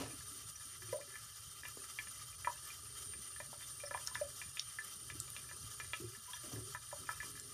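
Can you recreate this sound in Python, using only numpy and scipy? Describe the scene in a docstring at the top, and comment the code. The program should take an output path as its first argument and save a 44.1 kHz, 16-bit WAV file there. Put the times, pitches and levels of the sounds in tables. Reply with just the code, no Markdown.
"""A bathroom with small-room echoes: a thin stream runs from a tap into a basin, close to a mono microphone.
Turbulence, as shaped noise, hisses through the spout's narrow resonances and whistles thinly.
Drops trap bubbles, as dying sines of rising pitch, that plink through the modes of the hollow drain pipe.
Spray ticks and fizzes on the bowl; a few low glugs and soft bumps sound over a low, uneven rumble."""
import sys
import numpy as np
from scipy import signal
from scipy.fft import rfft, irfft
from scipy.io import wavfile
from scipy.ndimage import uniform_filter1d

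SR = 44100
rng = np.random.default_rng(int(sys.argv[2]) if len(sys.argv) > 2 else 0)


def wav_record(signal):
    """Record a signal, one row per channel, as 16-bit PCM in the file named by sys.argv[1]."""
    frames = np.transpose(np.atleast_2d(signal))
    bounded = np.clip(frames, -1, 1)
    # unit amplitude maps onto the largest positive 16-bit level
    quanta = np.round(bounded * 32767).astype(np.int16)
    wavfile.write(sys.argv[1], SR, quanta)


N = 332073
TIME = np.arange(N) / SR  # s
TOP_HZ = 13850  # upper edge of the audible band, Hz


def undb(db):
    """Logarithmic level: decibels become an amplitude gain."""
    return 10 ** (np.asarray(db) / 20)


def unit(x):
    """Mean power: scale to rms 1."""
    return x / np.sqrt(np.mean(x ** 2))


def add(track, start, sound):
    """Superposition: add a sound to the track at a time in seconds."""
    i = int(np.clip(start * SR, 0, N - 1))
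    track[i:i + len(sound)] += sound[:N - i]


def colour(x, points):
    """Spectral shaping: filter by (f/Hz, level/dB) points, joined along log frequency."""
    hz, db = np.transpose(points)
    f = np.maximum(np.fft.rfftfreq(N, 1 / SR), 1)
    gain = undb(np.interp(np.log(f), np.log(hz), db))
    return irfft(rfft(x) * gain, N)


def resonate(x, hz, width):
    """Simple resonance: one mode of given bandwidth, gain 1 at its centre."""
    b, a = signal.iirpeak(hz, hz / width, fs=SR)
    return signal.lfilter(b, a, x + 1e-18)  # the tiny offset keeps the filter out of denormal numbers


def walk(rate):
    """Random modulation: smoothed chance steps, rate per second, with a spread near 1."""
    k = int(SR / rate)
    steps = np.repeat(rng.standard_normal(N // k + 1), k)
    smooth = uniform_filter1d(uniform_filter1d(steps, k), k)
    return 1.3 * smooth[:N]


def ring(hz, t60, glide=0.):
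    """Free damped oscillation: falls 60 dB in t60 while its pitch rises by the share glide."""
    t = TIME[:int(SR * np.clip(t60, .001, .2))]
    phase = 2 * np.pi * hz * t * (1 + glide * t / t60 / 2)
    return np.sin(phase) * np.exp(-np.log(1000) * t / t60)


def bubble(hz, cycles, glide=.06, swell_cycles=.8):
    """Volume pulsation of trapped air: a bubble swells over swell_cycles, then rings, rising in pitch."""
    tone = ring(hz, cycles / hz, glide)
    return tone * (1 - np.exp(-TIME[:len(tone)] * hz / swell_cycles))


def gulp(hz, length, swell, rise, tremble_db=2.0, tremble_s=0.0065):
    """Modulated oscillation: a bubble note swells, trembles and stops quickly; peak near 1."""
    t = TIME[:int(3 * length * SR)]
    tremble = undb(tremble_db * np.interp(t / tremble_s, np.arange(48), rng.standard_normal(48)))
    envelope = (1 - np.exp(-t / swell)) * np.exp(-(t / length) ** 2)
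    phase = 2 * np.pi * hz * t * (1 + rise * t / length / 2)
    return np.sin(phase) * tremble * envelope / envelope.max()


def eddies(resonances, broad):
    """Turbulence noise: a flat power floor, broad, plus resonant peaks of (f/Hz, width/Hz, level/dB)."""
    f = np.fft.rfftfreq(N, 1 / SR)
    power = broad + sum(undb(db) ** 2 / (1 + (2 * (f - hz) / width) ** 2) for hz, width, db in resonances)
    return irfft(rfft(rng.standard_normal(N)) * np.sqrt(power), N)


def room(x, wet_db, t60, first_echo_s=0.0007, bass_hz=700, bass_stretch=1.96):
    """Diffuse reverberation: dense echoes die in t60, and bass_stretch times as slowly in the bass."""
    t = TIME[:SR // 2]
    echoes = rng.standard_normal(len(t))
    bass = signal.sosfiltfilt(signal.butter(3, bass_hz, fs=SR, output="sos"), echoes)
    fade = np.exp(-np.log(1000) * t / t60)
    tail = (echoes - bass) * fade + bass * fade ** (1 / bass_stretch)
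    tail = tail * (t > first_echo_s)
    return x + undb(wet_db) * signal.fftconvolve(x, tail / np.linalg.norm(tail))[:len(x)]


# modes of the basin's hollow body: (f/Hz, level/dB, width/Hz)
BASIN_MODES = [(67.5, 10.5, 11), (113, 17.5, 10), (132.7, 10.5, 4.2), (250, 2.5, 27), (319, -5, 100),
               (372.6, 6.5, 8.2), (402, 3.5, 27), (548, -4, 24), (760, -20, 24), (970, -1, 51)]


def basin(x, plain_db=-16):
    """Modal resonance: the basin's body booms beside the plain sound."""
    return undb(plain_db) * x + sum(undb(db) * resonate(x, hz, width) for hz, db, width in BASIN_MODES)


# air-column modes of the drain pipe: (f/Hz, level/dB, width/Hz)
DRAIN_MODES = [(589, -2, 40), (993, -0.5, 50), (1303, -2, 45), (1733, 3.5, 55), (1995, -3.5, 55),
               (2383, 3, 48), (2770, -3, 48), (3295, -1, 55), (3601, -1, 50)]


def drain(x, direct_db=-14):
    """Air-column resonance: bubbles sound partly direct, mostly through the pipe's modes."""
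    return undb(direct_db) * x + sum(undb(db) * resonate(x, hz, width) for hz, db, width in DRAIN_MODES)


# spectrum of the drumming: (f/Hz, relative level per Hz/dB)
RUMBLE_SPECTRUM = [(25, -39), (45, -11), (70, -1), (88, 0), (102, 0), (118, 2), (145, -5), (195, -22.5),
                   (380, -27.5), (600, -29.5), (1200, -76)]
# the drumming slowly comes and goes: (t/s, mean level/dB)
RUMBLE_LEVEL = [(0, -61.5), (1.5, -65), (3.6, -64), (4.25, -60), (4.7, -68), (5.2, -62.5), (5.9, -61),
                (6.35, -66), (7.53, -60)]


def rumble(swing_db=2.5, burble_db=-76, burble_swing_db=4, burble_low_hz=200, burble_high_hz=480):
    """Random forcing: the stream drums softly and unevenly on the basin, with a burble above the rumble."""
    drum_db = np.interp(TIME, *np.transpose(RUMBLE_LEVEL)) + swing_db * walk(13)
    drum = unit(colour(rng.standard_normal(N), RUMBLE_SPECTRUM)) * undb(drum_db)
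    band = signal.butter(2, [burble_low_hz, burble_high_hz], "band", fs=SR, output="sos")
    burble = signal.sosfilt(band, basin(rng.standard_normal(N)))
    return drum + unit(burble) * undb(burble_db + burble_swing_db * walk(6.1))


def gurgle(count=70, level_db=-58, range_db=10, low_hz=130, octaves=1.71, fall_db_per_octave=4, length_s=0.014):
    """Random superposition: water swirling down the waste keeps up a faint, lumpy gurgle of low notes."""
    out = np.zeros(N)
    for when, faintness, pitch in rng.random((count, 3)):
        db = level_db - range_db * faintness - fall_db_per_octave * octaves * pitch
        note = gulp(low_hz * 2 ** (octaves * pitch), length_s, length_s / 3, 0.032)
        add(out, when * N / SR, undb(db) * note)
    return out


# soft bumps and rubs against the basin: (t/s, level/dB, length/s, band bottom f/Hz, band top f/Hz)
BUMPS = [(0.0, -53, 0.088, 128, 600), (1.772, -49.5, 0.0065, 178, 1000), (1.803, -64, 0.0068, 200, 1000),
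         (0.82, -56.5, 0.13, 100, 190), (4.13, -59, 0.11, 60, 159), (5.111, -54.5, 0.11, 80, 190),
         (5.998, -48.5, 0.048, 74.6, 184), (6.441, -63.5, 0.096, 200, 900),
         (6.518, -56.5, 0.091, 224, 1090), (6.988, -60, 0.055, 60, 422), (7.24, -59.5, 0.078, 80, 450),
         (6.528, -48, 0.059, 64, 168), (6.561, -48.5, 0.025, 60.5, 169)]


def bumps(rise_share=0.04, slips_per_s=110, lumpy_db=4, scrape_db=-9):
    """Stick-slip friction: a short run of uneven slips and a little scraping excite the basin's body."""
    out = np.zeros(N)
    t = TIME[:SR]
    for start, db, length, low_hz, top_hz in BUMPS:
        gaps, sizes = rng.uniform(-1, 1, (2, 64))
        times = np.r_[0, np.cumsum(1 + .7 * gaps[1:])] / slips_per_s + rise_share * length
        kicks = undb(lumpy_db * sizes) * rng.choice([-1, 1], len(sizes))
        slips = np.bincount((times * SR).astype(int), kicks, SR)[:SR]
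        force = slips * np.sqrt(SR / slips_per_s) + undb(scrape_db) * rng.standard_normal(SR)
        push = np.minimum(t / (rise_share * length), 1) * np.exp(-(t / length) ** 4)
        band = signal.butter(3, [low_hz, top_hz], "band", fs=SR, output="sos")
        thud = basin(signal.sosfilt(band, force * push))
        # the level holds for the time of the push, not for the whole second
        add(out, start, undb(db) * unit(thud) * np.sqrt(np.mean(push ** 2)))
    return out


# low glugs in the waste pipe:
# (t/s, peak level before trembling/dB, f/Hz, length/s, swell/s, pitch rise as a share over that length)
GLUGS = [(0.003, -45, 274.5, 0.026, .004, .03), (0.012, -45, 558, 0.016, 0.0018, 0.03),
         (0.08, -58, 317, 0.055, .004, .03), (0.133, -50.5, 275, 0.013, .004, 0.037),
         (0.312, -59, 282, 0.019, .004, 0.037), (0.82, -57.5, 367, .035, 0.0033, .04),
         (0.884, -58.5, 350, .025, .005, 0.035), (0.9272, -32.5, 523, 0.0073, 0.0037, 0.038),
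         (0.942, -34.5, 557, 0.0098, .008, .04), (0.957, -40.5, 568, .011, .008, 0.042),
         (0.984, -58, 755, .018, .01, 0.49), (0.999, -51, 580, 0.027, .004, .01),
         (1.078, -59, 381, 0.033, .015, .03), (3.835, -41.5, 560, 0.017, 0.0024, 0.044),
         (4.212, -33, 581, .02, 0.0018, 0.023), (5.116, -56.5, 377, 0.022, .005, 0.048),
         (5.148, -55.5, 300, .018, .004, .04), (5.216, -63, 363, 0.024, 0.0037, .03),
         (5.531, -63, 367, .025, .004, 0.031), (5.999, -45.5, 318, 0.013, .005, 0.09),
         (6.018, -44, 370, 0.015, 0.0036, .07), (6.039, -45, 341, .018, .004, .07),
         (6.081, -55, 386, 0.036, .008, 0.022), (6.277, -49, 985, 0.023, .025, .01),
         (6.335, -48, 966, 0.014, 0.0067, 0.017), (6.432, -58.5, 582, 0.024, .012, 0.045),
         (6.435, -57, 331, 0.036, 0.01, 0.026), (6.476, -57, 245, 0.022, .005, .04),
         (6.514, -57, 715, .012, .003, 0.046), (6.531, -47.5, 269, 0.018, 0.0032, .08),
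         (6.558, -48, 372, 0.021, 0.0036, 0.073), (6.575, -52, 280, 0.017, 0.0037, .08),
         (6.609, -53, 370, .035, .008, 0.018), (6.668, -56.5, 388, 0.022, .008, .05),
         (7.251, -58, 375, 0.029, .008, .05)]


def glugs(count=4, after_db=-21, after_s=.04, after_octaves=0.32, after_length_s=0.0055):
    """Low bubble resonance: large bubbles gulp in the waste pipe; a few small ones break off each."""
    out = np.zeros(N)
    for start, db, hz, length, swell, rise in GLUGS:
        add(out, start, undb(db) * gulp(hz, length, swell, rise))
        for when, pitch in rng.random((count, 2)):
            chip = gulp(hz * 2 ** (after_octaves * pitch), after_length_s, after_length_s / 2, rise)
            add(out, start + when * after_s, undb(db + after_db) * (1 - when / 2) * chip)
    return out


# a burst of splatter on the bowl: (t/s, starting level/dB, decay time to 1/e/s)
SPLATTER = (0.0, -45, 0.055)
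# spectrum of the splatter: (f/Hz, relative level per Hz/dB)
SPLATTER_SPECTRUM = [(100, -14), (300, -5), (560, -1), (1100, -7), (1500, -12), (2500, -6), (3500, -13),
                     (4400, -10), (8000, -16.5), (13000, -21)]


def splatter(count=1500, scatter_db=4):
    """Impulsive shot noise: a dense shower of tiny impacts, hard at first and quickly dying away."""
    start, db, decay = SPLATTER
    when, sign = rng.random((count, 2)).T
    delay = 4 * decay * when
    hits = undb(scatter_db * rng.standard_normal(count)) * np.sign(sign - .5) * np.exp(-delay / decay)
    # a second of silence in front keeps the filter from wrapping round
    impacts = np.bincount(((start + delay) * SR).astype(int) + SR, hits, N)
    shower = colour(impacts, SPLATTER_SPECTRUM)[SR:]
    starting_rms = np.sqrt(np.sum(shower ** 2) / (decay * SR / 2))
    return np.r_[undb(db) * shower / starting_rms, np.zeros(SR)]


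# tiny bubbles that sing for a moment on the bowl: (t/s, peak level before trembling/dB, f/Hz, length/s)
PIPS = [(0.557, -46, 5880, .008), (0.85, -58, 5880, .04), (3.628, -55, 3550, 0.037),
        (3.856, -45.5, 5690, 0.0095), (3.857, -50, 5240, .016), (6.341, -50, 5870, 0.025),
        (7.111, -55, 5260, .02)]


def pips(swell_s=0.0015, rise=0.003):
    """Small-bubble resonance: little trapped air sings a thin, high note."""
    out = np.zeros(N)
    for start, db, hz, length in PIPS:
        add(out, start, undb(db) * gulp(hz, length, swell_s, rise))
    return out


# a snap falls 60 dB within this many cycles, so the high ones are the shortest
TICK_CYCLES = 46
# spray that snaps on the bowl: (t/s, peak level/dB, f/Hz)
TICKS = [(1.684, -34, 11300), (4.065, -37, 5570), (4.0732, -24.5, 5400), (4.148, -36, 3550),
         (4.15, -38, 5200), (4.595, -25.5, 3700), (4.596, -24, 5500), (4.847, -32, 10900),
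         (5.2013, -24.5, 7960), (5.303, -34.5, 11300), (6.305, -47, 11000), (7.398, -31, 7400)]


def ticks(splash_db=-4, splash_width=0.92, rise_s=0.000083):
    """Transient excitation: tiny bubbles snap in a very short ring with a burst of spray."""
    out = np.zeros(N)
    for start, db, hz in TICKS:
        t60 = TICK_CYCLES / hz
        tone = ring(hz, t60)
        t = TIME[:len(tone)]
        spray = resonate(rng.standard_normal(SR // 2), hz, hz * splash_width)
        spray = unit(resonate(spray, hz, hz * splash_width))[:len(t)]
        burst = undb(splash_db) * spray * np.exp(-np.log(1000) * t / t60)
        snap = (tone + burst) * (1 - np.exp(-t / rise_s))
        add(out, start, undb(db) * snap / np.abs(snap).max())
    return out


def fizz(count=6000, level_db=-53, range_db=9, centre_hz=5500, octaves=0.45, cycles=110, glide=0.011):
    """Incoherent summation: where the stream lands, countless pinhead bubbles merge into a fine rush."""
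    out = np.zeros(N)
    for (when, faintness, length), pitch in zip(rng.random((count, 3)), rng.standard_normal(count)):
        hz = min(centre_hz * 2 ** (octaves * pitch), TOP_HZ)
        pinhead = bubble(hz, cycles * (.5 + length), glide, swell_cycles=10.6)
        add(out, when * N / SR, undb(level_db - range_db * np.sqrt(faintness)) * pinhead)
    return out


def patter(count=640, level_db=-39.0, range_db=14, centre_hz=1900, octaves=0.37, cycles=9):
    """Random arrivals: a dense, uneven trickle of faint droplets keeps exciting the drain."""
    out = np.zeros(N)
    for (when, faintness, length), pitch in zip(rng.random((count, 3)), rng.standard_normal(count)):
        droplet = bubble(centre_hz * 2 ** (octaves * pitch), cycles * (.5 + length))
        add(out, when * N / SR, undb(level_db - range_db * np.sqrt(faintness)) * droplet)
    return drain(out)


# clear drops, each trapping a bubble in the drain:
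# (t/s, peak level before room echoes/dB, f/Hz, cycles until the bubble has died)
DROPS = [(0.015, -42, 1020, 7.1), (0.057, -45, 1310, 5), (0.106, -47, 2300, 7), (0.207, -48.5, 1760, 5.7),
         (0.609, -51, 1850, 3.4), (0.821, -43.5, 1680, 4.9), (0.893, -45, 2470, 3.7),
         (0.9275, -45, 1860, 8), (0.929, -47.5, 960, 19), (1.012, -46.5, 1980, 7), (1.104, -48, 1940, 5.4),
         (1.141, -45, 1680, 5.7), (1.156, -39, 1860, 10), (1.634, -40, 1770, 8.6), (1.653, -34, 2210, 2.5),
         (1.84, -46, 1810, 6.7), (1.988, -29, 2190, 9.5), (2.072, -42, 2100, 3.3), (2.196, -49, 1900, 4.3),
         (2.329, -48, 2330, 7), (2.447, -31.5, 1870, 5), (2.4724, -25, 985, 6.4), (2.473, -36, 1730, 15),
         (2.677, -50, 2010, 5), (2.702, -44, 2280, 14), (2.954, -53, 1800, 2.7), (3.136, -42, 2150, 4.2),
         (3.362, -46, 1730, 9.6), (3.4019, -37, 1760, 6.1), (3.4025, -40.5, 626, 2.5),
         (3.53, -43, 735, 4.7), (3.609, -46, 1880, 4), (3.621, -47, 1800, 6.4), (3.802, -44, 2370, 6.1),
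         (3.837, -40.5, 1730, 2.2), (3.871, -47.5, 1810, 8), (3.9099, -34.5, 1360, 4.1),
         (3.911, -40.5, 574, 4), (3.941, -37, 1980, 9), (3.9471, -28.5, 950, 6.8), (3.975, -40, 1700, 7.4),
         (4.079, -39.5, 1420, 9.6), (4.114, -47, 1050, 7.1), (4.1546, -27, 1640, 7.9),
         (4.214, -42, 1740, 2.6), (4.416, -34, 2140, 5.2), (4.571, -32, 2600, 6.2), (4.787, -33, 1700, 13),
         (5.101, -33.5, 2160, 4.8), (5.279, -43, 2920, 1.9), (5.365, -33, 2720, 3.8),
         (5.442, -53, 1720, 12), (5.49, -46, 2010, 5), (5.513, -40, 1500, 3.5), (5.8004, -32.5, 1910, 2.8),
         (5.846, -47, 1900, 4.8), (5.934, -25, 2560, 2.6), (6.149, -47.5, 1780, 16),
         (6.3335, -38.5, 3240, 28), (6.334, -43.5, 1680, 16), (6.366, -48, 1730, 14),
         (6.461, -51, 1900, 3.3), (6.56, -47, 1750, 5.2), (6.7489, -31, 1500, 5.3), (6.915, -47, 1740, 8.6),
         (6.9285, -36, 760, 4), (7.034, -52, 1300, 20), (7.07, -46.5, 2150, 5.4), (7.091, -26.5, 1360, 8),
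         (7.111, -39, 1660, 2.3), (7.13, -46, 1330, 26), (7.2027, -35.5, 1930, 18),
         (7.2303, -40, 1900, 3.3), (7.231, -51.5, 1000, 14), (7.354, -48, 1750, 8.4),
         (7.374, -49.5, 1740, 9)]


def drops(count=5, after_db=-12, after_s=.035, fade_db_per_s=300, after_octaves=0.22,
          splat_db=-20, splat_s=0.0093, splat_width=0.78):
    """Bubble entrainment: each drop splats, then sheds ever sparser, weaker bubbles; each has its own echoes."""
    out = np.zeros(N)
    t = TIME[:SR // 5]
    for start, db, hz, cycles in DROPS:
        first = bubble(hz, cycles)
        splat = resonate(rng.standard_normal(len(t)), hz, hz * splat_width)
        splat = unit(resonate(splat, hz, hz * splat_width))
        splash = undb(splat_db) * splat * np.exp(-t / splat_s) * np.abs(first).max()
        add(splash, 0, first)
        for k, (when, pitch) in enumerate(rng.random((count, 2))):
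            delay = after_s * ((k + 1 + when) / (count + 1)) ** 2
            later = bubble(hz * 2 ** (after_octaves * (2 * pitch - 1)), cycles)
            add(splash, delay, undb(after_db - fade_db_per_s * delay) * later)
        plink = drain(splash)
        add(out, start, undb(db) * room(plink / np.abs(plink).max(), wet_db=-7.0, t60=0.15))
    return out


# resonances of the valve and spout: (f/Hz, width/Hz, level/dB)
SPOUT = [(1225, 40, 12), (1320, 60, 9), (2020, 40, 3), (2380, 35, 7), (2790, 60, 5), (3145, 34, 6),
         (4520, 18, 4.5), (4560, 22, 6), (4830, 45, 1.5), (5265, 30, 2), (5995, 36, 0.5), (6933, 16, 11),
         (8150, 80, 3), (8410, 50, 3), (10025, 22, 13), (10256, 22, 10), (10920, 150, 4), (13720, 150, 9)]
# broad hiss of the jet: (f/Hz, relative level per Hz/dB)
HISS_SPECTRUM = [(200, -12), (600, -8), (900, -11.5), (1450, -2), (2100, -8.5), (2550, -14), (3000, 0.5),
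                 (4100, -4), (5800, 4.5), (7600, -1.5), (9100, -2.5), (10450, 4), (11200, 1.5),
                 (13200, -6.5)]
# the spout's thin whistle: (f/Hz, width/Hz, level/dB)
WHISTLE = [(8830, 60, -12), (8915, 50, -11), (9146, 26, -1.5), (9230, 80, -9), (9320, 40, -10),
           (9386, 30, -5)]
# the whistle slowly swells and eases: (t/s, level before whistle_db is added/dB)
WHISTLE_LEVEL = [(0.1, -57.5), (2.76, -57.5), (3.05, -54), (7.24, -57.5), (7.4, -56)]
# pitches that the spout swallows: (f/Hz, width/Hz)
SPOUT_NOTCHES = [(2590, 24), (9800, 315), (10490, 1300), (13000, 260)]


def tap(hiss_db=-53.5, whistle_db=1, flutter_db=2.14, waver_db=1.22, flicker_db=3.0):
    """Flow noise: turbulence in the valve hisses and rings the spout, which also whistles thinly."""
    hiss_level = hiss_db + flutter_db * walk(55)
    hiss = unit(colour(eddies(SPOUT, broad=0.28), HISS_SPECTRUM)) * undb(hiss_level)
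    whistle_level = np.interp(TIME, *np.transpose(WHISTLE_LEVEL)) + whistle_db + waver_db * walk(14)
    whistle = unit(eddies(WHISTLE, broad=0)) * undb(whistle_level)
    jet = hiss + whistle
    for hz, width in SPOUT_NOTCHES:
        jet = jet - resonate(jet, hz, width)
    # the middle of the hiss flickers as the stream wobbles
    return jet + (undb(flicker_db * walk(25)) - 1) * resonate(jet, 2200, 940)


def scene():
    """Superposition: the hiss bounces inside the bowl, the splashes reach the walls; both channels are equal."""
    splashes = patter() + fizz() + splatter() + ticks() + pips() + glugs() + gurgle() + bumps()
    hiss_in_bowl = room(tap(), wet_db=-6.0, t60=0.087)
    splashes_in_room = room(splashes, wet_db=-7.5, t60=0.12)
    mono = hiss_in_bowl + rumble() + drops() + splashes_in_room
    return np.array([mono, mono])


def record(dry):
    """Band limiting: a steep elliptic low-pass cuts the top."""
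    return signal.sosfilt(signal.ellip(12, .2, 70, TOP_HZ, fs=SR, output="sos"), dry)


dry = scene()
out = record(dry)
wav_record(out)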